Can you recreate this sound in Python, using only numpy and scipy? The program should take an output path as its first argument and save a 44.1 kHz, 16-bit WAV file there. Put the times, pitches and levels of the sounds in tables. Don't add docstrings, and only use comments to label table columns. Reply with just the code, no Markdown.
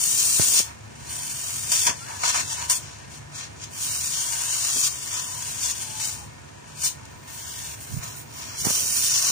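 import sys
import numpy as np
from scipy import signal
from scipy.fft import rfft, irfft, next_fast_len
from scipy.io import wavfile
from scipy.ndimage import uniform_filter1d

SR = 44100
rng = np.random.default_rng(int(sys.argv[2]) if len(sys.argv) > 2 else 0)


def voltage_ratio(level):
    return 10 ** (np.asarray(level, float) / 20)


def transcribe(u):
    v = np.clip(np.atleast_2d(u).T, -1, 1)
    q = np.round(v * 32767).astype(np.int16)
    wavfile.write(sys.argv[1], SR, q)


N = 410571

PORT_LAG = 38
PADDED = next_fast_len(N + SR // 2)
HZ = np.maximum(np.arange(PADDED // 2 + 1) * SR / PADDED, 1)


def rms_one(x):
    return x / np.sqrt(np.mean(np.abs(x) ** 2) + 1e-20)


def in_time(rows):
    s, *columns = np.transpose(rows)
    return [np.interp(np.arange(N) / SR, s, column) for column in columns]


def over_hz(points):
    hz, value = np.transpose(points)
    return np.interp(np.log(HZ), np.log(hz), value)


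def drift(rate_hz):
    r = np.exp(-2 * np.pi * rate_hz / SR)
    noise = rng.standard_normal(N + SR)
    return rms_one(signal.lfilter([1], [1, -2 * r, r * r], noise)[SR:])


def below(edge_hz):
    return 1 / (1 + (HZ / edge_hz) ** 10)


def peaks_db(modes):
    return sum(db / (1 + (2 * (HZ - hz) / width) ** 2) for hz, width, db in modes)


def held(t, start, end, rise_db_per_s, fall_db_per_s):
    attack = -rise_db_per_s * np.maximum(start - t, 0)
    return attack - fall_db_per_s * np.maximum(t - end, 0)


def burning():
    # strike in seconds, break in seconds, hiss at strike in dB,
    # hiss at break in dB, sizzle relative to hiss in dB.
    burns = [(0.0, 0.603, -28.5, -25, 3.5), (0.645, 0.737, -41, -62, -6), (0.91, 1.082, -62, -41, -3),
             (1.107, 1.71, -37.5, -35, 2), (1.705, 1.859, -30, -23.5, -1), (1.96, 2.223, -44, -41.5, -2),
             (2.416, 2.658, -40, -36, -4.5), (2.71, 2.773, -28, -31.5, 1), (2.821, 3.055, -42.5, -55, -11),
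             (3.359, 3.466, -35.5, -48, -8), (3.712, 3.82, -47, -34, 0), (3.848, 4.494, -32, -31.5, 0.5),
             (4.508, 4.876, -28, -28, -1.5), (4.88, 5.624, -37.5, -36, 0), (5.755, 6.008, -39, -40, 0.5),
             (6.072, 6.282, -32.5, -57, 1.5), (6.682, 6.843, -53, -51, -4), (7.28, 7.495, -48, -39, -4),
             (7.507, 7.74, -39, -40.5, -3.5), (7.749, 7.985, -56, -46.5, 1.5),
             (8.037, 8.216, -38.5, -49.5, -7), (8.273, 8.396, -59, -39.5, -6),
             (8.416, 8.604, -39.5, -44.5, -10), (8.656, 9.311, -29.5, -32, 1)]
    # middle in seconds, hold in seconds, hiss in dB, sizzle relative to hiss in dB, roar in dB.
    flares = [(0.07, 0.016, -41, 10, -68), (0.196, 0.018, -25, -3, -47), (0.417, .01, -24.5, -10, -35.5),
              (0.578, 0.022, -19, -17, -37), (1.758, 0.022, -24.5, -6, -42.5),
              (1.888, 0.013, -28.5, -11, -29.5), (2.276, 0.042, -22.5, -9, -32),
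              (2.378, 0.054, -26, -7, -32), (2.521, 0.053, -32, -6, -43.5), (3.147, 0.058, -46.5, -3, -53),
              (3.626, 0.017, -40, -15, -50), (3.834, 0.016, -33.5, 2, -59), (4.178, 0.084, -31.5, -9, -46),
              (4.793, .01, -25.5, 2, -60), (4.852, 0.012, -25, -4, -56), (5.166, 0.059, -31, -12, -43.5),
              (5.673, 0.075, -28, -3, -42.5), (5.82, 0.027, -38, -1, -52), (6.034, 0.038, -28.5, -3, -42.5),
              (6.861, 0.0073, -22, 0, -40.5), (8.61, .01, -32, 0, -50), (9.062, 0.016, -26, -3.5, -51),
              (9.149, 0.074, -24, -22, -41.5), (9.264, 0.053, -25, -9, -37.5),
              (0.7, 0.032, -58, -4, -48), (2.11, 0.067, -50, -9, -42.5), (2.611, 0.061, -39, -5, -40),
                (3.42, 0.045, -39.5, -20, -45), (4.5, 0.46, -52, -6, -44), (7.35, 0.059, -50, 4, -59.5),
                (7.83, 0.018, -48, 4, -65), (7.93, 0.018, -46, -1, -58), (8.19, 0.035, -57, 13, -64),
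                (4.88, .01, -45, -5, -47), (7.87, 0.015, -67, -4, -78), (8.05, 0.043, -47, -10, -47),
                (8.33, .02, -56, -1, -60), (8.53, 0.045, -53, -5, -45), (1.65, .03, -54, 0, -48),
                (8.41, .04, -55, -7, -46.5), (8.76, 0.018, -32, -12, -43), (8.97, 0.028, -30.5, 1.5, -43.5)]
    strike_db_per_s, break_db_per_s = 500, 900
    swell_db_per_s, sink_db_per_s = 291, 499
    glow_db, glow_sizzle_db = -57, -4
    middling_db = -35
    roar_db_at_middling, roar_follows = -46, 0.29
    dark_db_at_middling, dark_follows = -1, -0.062

    t = np.arange(0, N / SR + .002, .001)
    hiss = voltage_ratio(2 * glow_db)
    sizzle = voltage_ratio(2 * (glow_db + glow_sizzle_db))
    for start, end, from_db, to_db, sizzle_db in burns:
        level_db = np.interp(t, [start, end], [from_db, to_db])
        power = voltage_ratio(2 * (level_db + held(t, start, end, strike_db_per_s, break_db_per_s)))
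        hiss = hiss + power
        sizzle = sizzle + power * voltage_ratio(2 * sizzle_db)
    steady_db = 10 * np.log10(hiss) - middling_db

    roar = voltage_ratio(2 * (roar_db_at_middling + roar_follows * steady_db))
    for s, hold, hiss_db, sizzle_db, roar_db in flares:
        power = voltage_ratio(2 * held(t, s - hold / 2, s + hold / 2, swell_db_per_s, sink_db_per_s))
        hiss = hiss + power * voltage_ratio(2 * hiss_db)
        sizzle = sizzle + power * voltage_ratio(2 * (hiss_db + sizzle_db))
        roar = roar + power * voltage_ratio(2 * roar_db)
    dark_db = dark_db_at_middling + dark_follows * (10 * np.log10(hiss) - middling_db)
    return in_time(np.transpose([t, np.sqrt(hiss), np.sqrt(sizzle / hiss), np.sqrt(roar), dark_db]))


def spits():
    # start in seconds, peak in dB, decay by 60 dB in seconds, share of roar in dB.
    spit_rows = [(1.0884, -23.5, 0.19, -8), (1.717, -2.5, 0.082, -13), (1.867, 0, 0.1, -16.5),
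                 (2.235, -8, 0.03, 4), (2.279, -14, 0.075, -16), (2.3414, -20, 0.079, 1),
                 (2.5132, -26, 0.064, -17), (2.696, -3, 0.074, -14), (2.7174, -16, 0.052, -5),
                 (3.7314, -25, .04, -17), (4.96, -37, 0.013, -22), (5.817, -12, 0.032, -21),
                 (7.645, -22, 0.04, -18), (8.5764, -22, .05, -15), (9.0334, -5, 0.037, -14),
                 (5.03, -22, 0.049, -28), (3.6357, -12, 0.039, -21), (4.766, -13, 0.018, -3),
                 (4.836, -8, .04, -19), (5.6273, -14, 0.063, -29), (6.829, -31, 0.14, 5),
                 (7.051, -22, 0.018, -30), (8.0112, -32, 0.097, 2), (8.6466, -6, 0.035, -15),
                 (8.698, -13, 0.036, -16), (8.748, -15, 0.047, -24)]
    t = np.arange(SR // 4) / SR
    hiss, roar = np.zeros(N + SR), np.zeros(N + SR)
    for s, db, t60, roar_db in spit_rows:
        attack = np.clip(t / .0018, 0, 1)
        burst = attack * voltage_ratio(db - 15 - 60 * t / t60)
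        near = slice(round(s * SR), round(s * SR) + len(t))
        hiss[near] += burst
        roar[near] += burst * voltage_ratio(roar_db)
    return hiss[:N], roar[:N]


def frame_path(colour, modes, lag, near_t60, near_db, far_t60, far_db):
    t = np.arange(SR // 3) / SR
    echoes = np.zeros(len(t))
    for t60, db in ((near_t60, near_db), (far_t60, far_db)):
        decay = voltage_ratio(-60 * t / t60) / np.sqrt(t60 * SR / 14)
        echoes += voltage_ratio(db) * rng.standard_normal(len(t)) * decay
    echoes[0] = 1
    path = rfft(echoes, PADDED)
    path /= np.sqrt(uniform_filter1d(np.abs(path) ** 2, size=1400))
    modes = [(hz, width, db * (rng.uniform(.2, 1.6) if hz > 3000 else 1)) for hz, width, db in modes]
    delay = np.exp(-2j * np.pi * HZ * lag / SR)
    return path * voltage_ratio(over_hz(colour) + peaks_db(modes)) * delay


def arc(burn, sizzle_share, roar, dark_db):
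    # time in seconds, left-right difference of hiss in dB, of sizzle in dB.
    aim = [(0.0, 2, 0), (0.5, 3, -3), (1.53, -0.7, -2), (1.94, 3, 0), (2.72, 1.5, 0.5), (3.06, 4, -1.5),
           (3.37, 1, 3), (3.8, 3, -7.5), (4.2, 1.5, -1.5), (5.75, 3, -0.5), (7.05, 4, -2.5),
           (7.83, 2.5, -2.5), (8.92, 1.5, -13), (9.31, 2.5, -11.5)]
    # frequency in Hz, density in dB per Hz.
    left_colour = [(300, -12.0), (600, -6.3), (1300, -7.5), (2200, -6.7), (3500, -4.6), (4900, -0.3),
                   (6000, 5.4), (7200, 5.8), (8800, 2.0), (10000, -5.8), (11800, -12.6), (13600, -16.5),
                   (14800, -9.9), (15500, -10.9)]
    right_colour = [(300, -9.5), (600, -9.0), (1300, -7.6), (2200, -7.0), (3500, -5.9), (4900, -2.0),
                    (6000, 2.0), (7200, 0.6), (8800, 2.3), (10000, -1.8), (11800, -7.3), (13600, -11.1),
                    (14800, -1.5), (15500, -2.1)]
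    # frequency in Hz, width in Hz, height in dB.
    left_modes = [(480, 200, -8), (1240, 110, -6), (680, 50, 5), (1012, 50, 8), (830, 60, -6),
                  (1145, 50, 6), (1500, 60, 4), (1840, 60, 2), (1950, 200, -3), (1640, 60, 4),
                  (4457, 90, 2), (5310, 40, 4), (5775, 70, 3), (6400, 45, 7), (6725, 60, 8), (7070, 70, 4),
                  (7600, 120, 3), (8620, 150, 4)]
    right_modes = [(480, 200, -8), (1180, 130, -5), (680, 50, 5), (930, 50, 9), (1012, 50, 9),
                   (1300, 50, 4), (1500, 50, 4), (1650, 90, 5), (1830, 50, 4), (1980, 150, -3),
                   (2150, 50, 4), (2650, 90, 5), (3875, 90, 4), (6300, 200, 3), (9200, 300, 4)]
    # frequency in Hz, width in Hz, height in dB.
    left_port = [(493, 260, 4), (900, 200, 2.5), (1270, 72, 6), (1850, 120, 7), (3220, 450, 5),
                 (4170, 230, 6), (5100, 200, 1.5), (7000, 490, 1), (10900, 280, 2.5), (13500, 990, -16)]
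    right_port = [(920, 130, 2.5), (1180, 130, 5), (1560, 300, 0.5), (3010, 650, 7), (4860, 260, -0.5),
                  (5060, 210, -0.5), (8100, 400, -4), (9540, 400, 2.5), (11500, 900, -1.5),
                  (14900, 800, 0.5)]

    hiss_pan, sizzle_pan = in_time(aim)
    spit, spit_roar = spits()
    lumps_db = 2.0 * drift(350.0) + .5 * drift(45.0)
    spot = np.pi / 4 + .55 * drift(1.2)
    shares = [.87 * np.cos(spot), .87 * np.sin(spot), np.full(N, .5)]
    gas = rng.standard_normal((3, N)) * rms_one(voltage_ratio(lumps_db)) * shares

    hiss = burn * voltage_ratio(2.0) + spit
    drives = [roar * voltage_ratio(0.5) + spit_roar, hiss * voltage_ratio(dark_db - 7.5), hiss * voltage_ratio(-5.0), hiss * sizzle_share]
    pans = [0, hiss_pan, hiss_pan, sizzle_pan]
    under = [below(450), below(2520), below(5270), below(7650), 1]

    paths = []
    for colour, modes, lag in ((left_colour, left_modes, 0), (right_colour, right_modes, PORT_LAG)):
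        paths.append(np.array([
            frame_path(colour, modes, lag, near_t60=.025, near_db=1.5, far_t60=.2, far_db=-5.0)
            for _ in gas]))
    port_colours = [voltage_ratio(peaks_db(left_port)), voltage_ratio(peaks_db(right_port))]
    out = np.zeros((2, N))
    for drive, low, high, pan_db in zip(drives, under, under[1:], pans):
        driven = rfft(gas * drive, PADDED)
        for port, path in enumerate(paths):
            heard = np.sum(driven * rms_one(path * (high - low)), axis=0) * port_colours[port]
            out[port] += irfft(heard, PADDED)[:N] * voltage_ratio(pan_db * (.5 - port))
    return out


def pockets(x):
    # (frequency in Hz, width in Hz, left in dB, right in dB), then the spans faced,
    # each from and to in seconds.
    pocket_rows = [
        ((8600, 250, -9, -25), [(0.0, 0.75), (1.1, 1.8)]),
        ((6744, 57, -1, -18), [(4.08, 5.5)]),
        ((5748, 700, -2, -4.5), [(8.55, 9.6)]),
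        ((14900, 1130, 8.6, 5.1), [(7.08, 8.55)]),
        ((11800, 2500, -4, -4.5), [(7.08, 8.5)]),
        ((5550, 250, 2, -8), [(7.55, 7.1), (8.28, 8.6)]),
        ((1000, 65, 3.5, 5.4), [(1.85, 1.96), (2.08, 2.34), (2.33, 2.4), (2.55, 2.78), (5.12, 5.44), (8.02, 8.14), (9.12, 9.2), (9.22, 8.7)]),
        ((900, 70, 9, 5.9), [(.62, 0.72), (2.08, 2.25), (2.33, 1.9), (2.51, 2.5), (5.45, 2.9), (4.5, 4.3)]),
        ((1146, 60, -3, -19), [(2.22, 2.3), (4.15, 5.4), (5.12, 3.9), (9.1, 10.2)]),
    ]
    out, t = x.copy(), np.arange(N) / SR
    for (hz, width, left_db, right_db), spans in pocket_rows:
        corners = [s for start, end in sorted(spans) for s in (start, start + .028, end - .028, end)]
        facing = np.interp(t, corners, [0, 1, 1, 0] * len(spans))
        r = np.exp(-np.pi * width / SR)
        poles = [1, -2 * r * np.cos(2 * np.pi * hz / SR), r * r]
        rung = signal.lfilter([(1 - r * r) / 2, 0, (r * r - 1) / 2], poles, x)
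        out += rung * facing * voltage_ratio(np.array([[left_db], [right_db]]))
    return out


def whistles():
    # time in seconds, frequency in Hz, level in dB.
    whistle_rows = [
        [(1.96, 1330, -70), (2.0, 1340, -42), (2.035, 1370, -41), (2.055, 1480, -47), (2.08, 1690, -42),
         (2.11, 1770, -46), (2.145, 1750, -48), (2.175, 1680, -40), (2.21, 1660, -55), (2.25, 1650, -75)],
        [(5.84, 870, -65), (5.89, 865, -46), (6.05, 865, -44), (6.13, 875, -47), (6.17, 860, -53),
         (6.23, 825, -46), (6.29, 830, -70)],
        [(6.96, 920, -70), (7.02, 900, -48), (7.05, 880, -51), (7.1, 880, -70)],
        [(7.12, 1020, -70), (7.17, 1000, -50), (7.26, 910, -53), (7.4, 940, -53), (7.45, 950, -70)],
        [(7.55, 1800, -70), (7.58, 1830, -47), (7.64, 1810, -48), (7.69, 1800, -70)],
        [(8.12, 1320, -70), (8.16, 1450, -48), (8.19, 1460, -70)],
    ]
    lags = [26, 42, 42, 42, 26, 26]
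    out = np.zeros((2, N))
    for rows, lag in zip(whistle_rows, lags):
        hz, db = in_time(rows)
        phase = 2 * np.pi * np.cumsum(hz * (1 + .006 * drift(40.0))) / SR
        tone = voltage_ratio(db - 2 + 2.5 * drift(20.0)) * np.sin(phase)
        out += [tone, np.roll(tone, lag)]
    return out


def puffs(rows):
    out, t = np.zeros(N + SR), np.arange(-400, 400) / SR
    for s, db, hz in rows:
        roundness = np.clip(2.6 - abs(hz) / 700, 1, 2)
        lead = np.where(t < 0, (3 - roundness) ** 2, 1)
        bump = np.exp(-2 * np.abs(hz * t * lead) ** roundness)
        out[round(s * SR) - 400:][:len(t)] += np.sign(hz) * voltage_ratio(db + 3) * bump
    high_pass = signal.butter(1, 70, "high", fs=SR, output="sos")
    vent, damping = 2 * np.pi * 95, .4
    vent_filter = signal.bilinear([1, 0, 0], [1, 2 * damping * vent, vent ** 2], SR)
    return signal.lfilter(*vent_filter, signal.sosfilt(high_pass, out[:N]))


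def gusts():
    # middle in seconds, length in seconds, left in dB, right in dB, top frequency in Hz.
    gust_rows = [(0.251, 0.85, -46, -55, 450), (0.41, 0.029, -52, -28, 150),
                 (1.886, 0.062, -37, -35.5, 352), (2.403, 0.14, -57, -41.5, 323),
                 (4.768, 0.049, -43, -40, 417), (0.521, 0.13, -41.5, -49, 600),
                 (1.718, 0.072, -47, -46, 400), (7.954, 0.087, -38, -33, 173),
                 (8.801, 0.18, -48, -43.5, 700), (8.613, 0.051, -40, -53, 200),
                 (8.676, 0.074, -57, -30.5, 2530), (9.104, 0.97, -51, -53, 500)]
    out, t = np.zeros((2, N)), np.arange(N) / SR
    for s, length, left_db, right_db, top_hz in gust_rows:
        near = slice(round((s - .2) * SR), round((s + .2) * SR))
        band = signal.butter(2, [65, top_hz], "band", fs=SR, output="sos")
        air = signal.sosfilt(band, rng.standard_normal((2, len(t[near]))))
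        swell = np.exp(-(2 * (t[near] - s) / length) ** 4)
        out[:, near] += rms_one(air) * swell * voltage_ratio(np.array([[left_db], [right_db]]))
    return out


def shop():
    # frequency in Hz, density in dB per Hz.
    spectrum = [(18, -54), (30, -25), (76, 1), (122, -3), (472, -4), (928, -9.5), (1240, -15.5),
                (2250, -18), (3980, -20.5), (6700, -22), (9150, -25.5), (13500, -42), (15000, -45)]
    # frequency in Hz, left-right likeness from 0 to 1.
    likeness = [(150, 0.7), (450, 0.84), (1000, 0.063), (2500, 0.024)]
    # frequency in Hz, width in Hz, height in dB.
    room_modes = [(70.8, 6.5, 9.5), (111.2, 42, 10.5), (145.7, 20, 11), (236.8, 4.9, 4.5), (103, 6.5, 5),
                  (228.4, 12.6, 4), (914, 22, 8), (988, 30, 14), (1706, 43, 11), (1220, 150, -6)]
    alike = np.clip(over_hz(likeness), 0, 1)
    noise = rfft(rng.standard_normal((2, PADDED)))
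    common, own = noise * voltage_ratio(over_hz(spectrum) + peaks_db(room_modes))
    common = np.sqrt(1 + alike) * common
    own = np.sqrt(1 - alike) * own
    left = irfft(common + own, PADDED)[:N]
    right = irfft(common - own, PADDED)[:N]
    level_db = -47 + 3.5 + .5 * drift(2.8)
    return voltage_ratio(level_db) * rms_one(np.array([left * voltage_ratio(-1.0), np.roll(right, PORT_LAG)]))


def scene():
    # time in seconds, peak in dB, sharpness in Hz (below zero the air pulls).
    left_puffs = [(.598, -19, 1500), (.6035, -18.5, 1100), (7.818, -32, -250), (7.935, -46, 400),
                  (7.968, -38, -300), (7.974, -31, -300), (7.994, -38, -250), (8.6, -39, -300),
                  (8.616, -26, -300), (8.623, -25, -300), (8.629, -26, -250)]
    right_puffs = [(.3976, -14, 4200), (.6045, -16, -3000), (8.6555, -20, 3000), (8.7105, -21, -2500),
                   (9.041, -31, 700), (9.302, -25, 2000), (9.3026, -21, -1600), (1.755, -33, 500),
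                   (.3971, -7, 1100), (.4012, -17, -900), (.4227, -23, -1200), (7.9, -28, 400),
                   (7.91, -29, 250), (7.928, -26, 400), (7.932, -26, 450), (7.941, -23, 250),
                   (7.969, -21, 380), (7.976, -27, 400), (7.989, -24, -300), (8.65, -16, 2500),
                   (8.6535, -16, -2500), (8.661, -16, -1500), (8.668, -14, 2000), (8.67, -11, -700),
                   (8.6805, -17, 2000), (8.7053, -15, -1200), (8.7082, -20, 1500)]
    drive = burning()
    excess_db = np.maximum(20 * np.log10(drive[0]) + 34.5, 0)
    duck_db = -.25 * uniform_filter1d(excess_db, size=4000)
    air = gusts() + np.array([puffs(left_puffs), puffs(right_puffs)])
    return pockets(arc(*drive)) + whistles() + air + shop() * voltage_ratio(duck_db)


def drop_bands(x):
    # from Hz, to Hz, then the spreads of chance needed when quiet, when middling, when loud.
    dropping = [(1850, 2300, 1.9, 1.7, 1.5), (2300, 3300, 2.4, 1.0, .6), (3300, 4300, 2.6, .8, .15),
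                (4300, 5100, 3, 1.1, 1.0), (9300, 10500, 1.0, 1.4, 2.2), (10500, 13000, 0, .4, 1.15),
                (13000, 14300, -.4, -.1, .9), (14300, 15600, 1.5, 2.4, 3)]
    loudness_db = [-48, -40, -27]
    hz, _, cells = signal.stft(x, SR, nperseg=2048)
    power = np.sum(np.abs(cells[0, 150:]) ** 2, axis=0)
    level_db = 10 * np.log10(2 * power / 1.5 + 1e-12)

    def patches(frames, bins):
        noise = rng.standard_normal((len(hz), len(level_db)))
        return rms_one(uniform_filter1d(noise, size=frames))[np.arange(len(hz)) // bins]

    chance = .87 * patches(7, 7) + .5 * patches(2, 16)
    gain = np.ones(cells.shape[1:])
    for low_hz, high_hz, *rarity in dropping:
        band = (hz >= low_hz) & (hz < high_hz)
        dropped = chance[band] > np.interp(level_db, loudness_db, rarity)
        makeup = (1 - .8 * dropped.mean(axis=0)) ** -.25
        gain[band] = np.where(dropped, voltage_ratio(-45), makeup)
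    return signal.istft(cells * gain, SR, nperseg=2048)[1][:, :N]


def roll_off(x):
    return signal.sosfilt(signal.butter(12, 15960, fs=SR, output="sos"), x)


def record(dry):
    rounded = .9 * np.tanh(dry / .9)
    low_pass = signal.ellip(12, .5, 70, 15520, fs=SR, output="sos")
    mix = drop_bands(signal.sosfilt(low_pass, rounded))
    return roll_off(mix)


dry = scene()
out = record(dry)
transcribe(out)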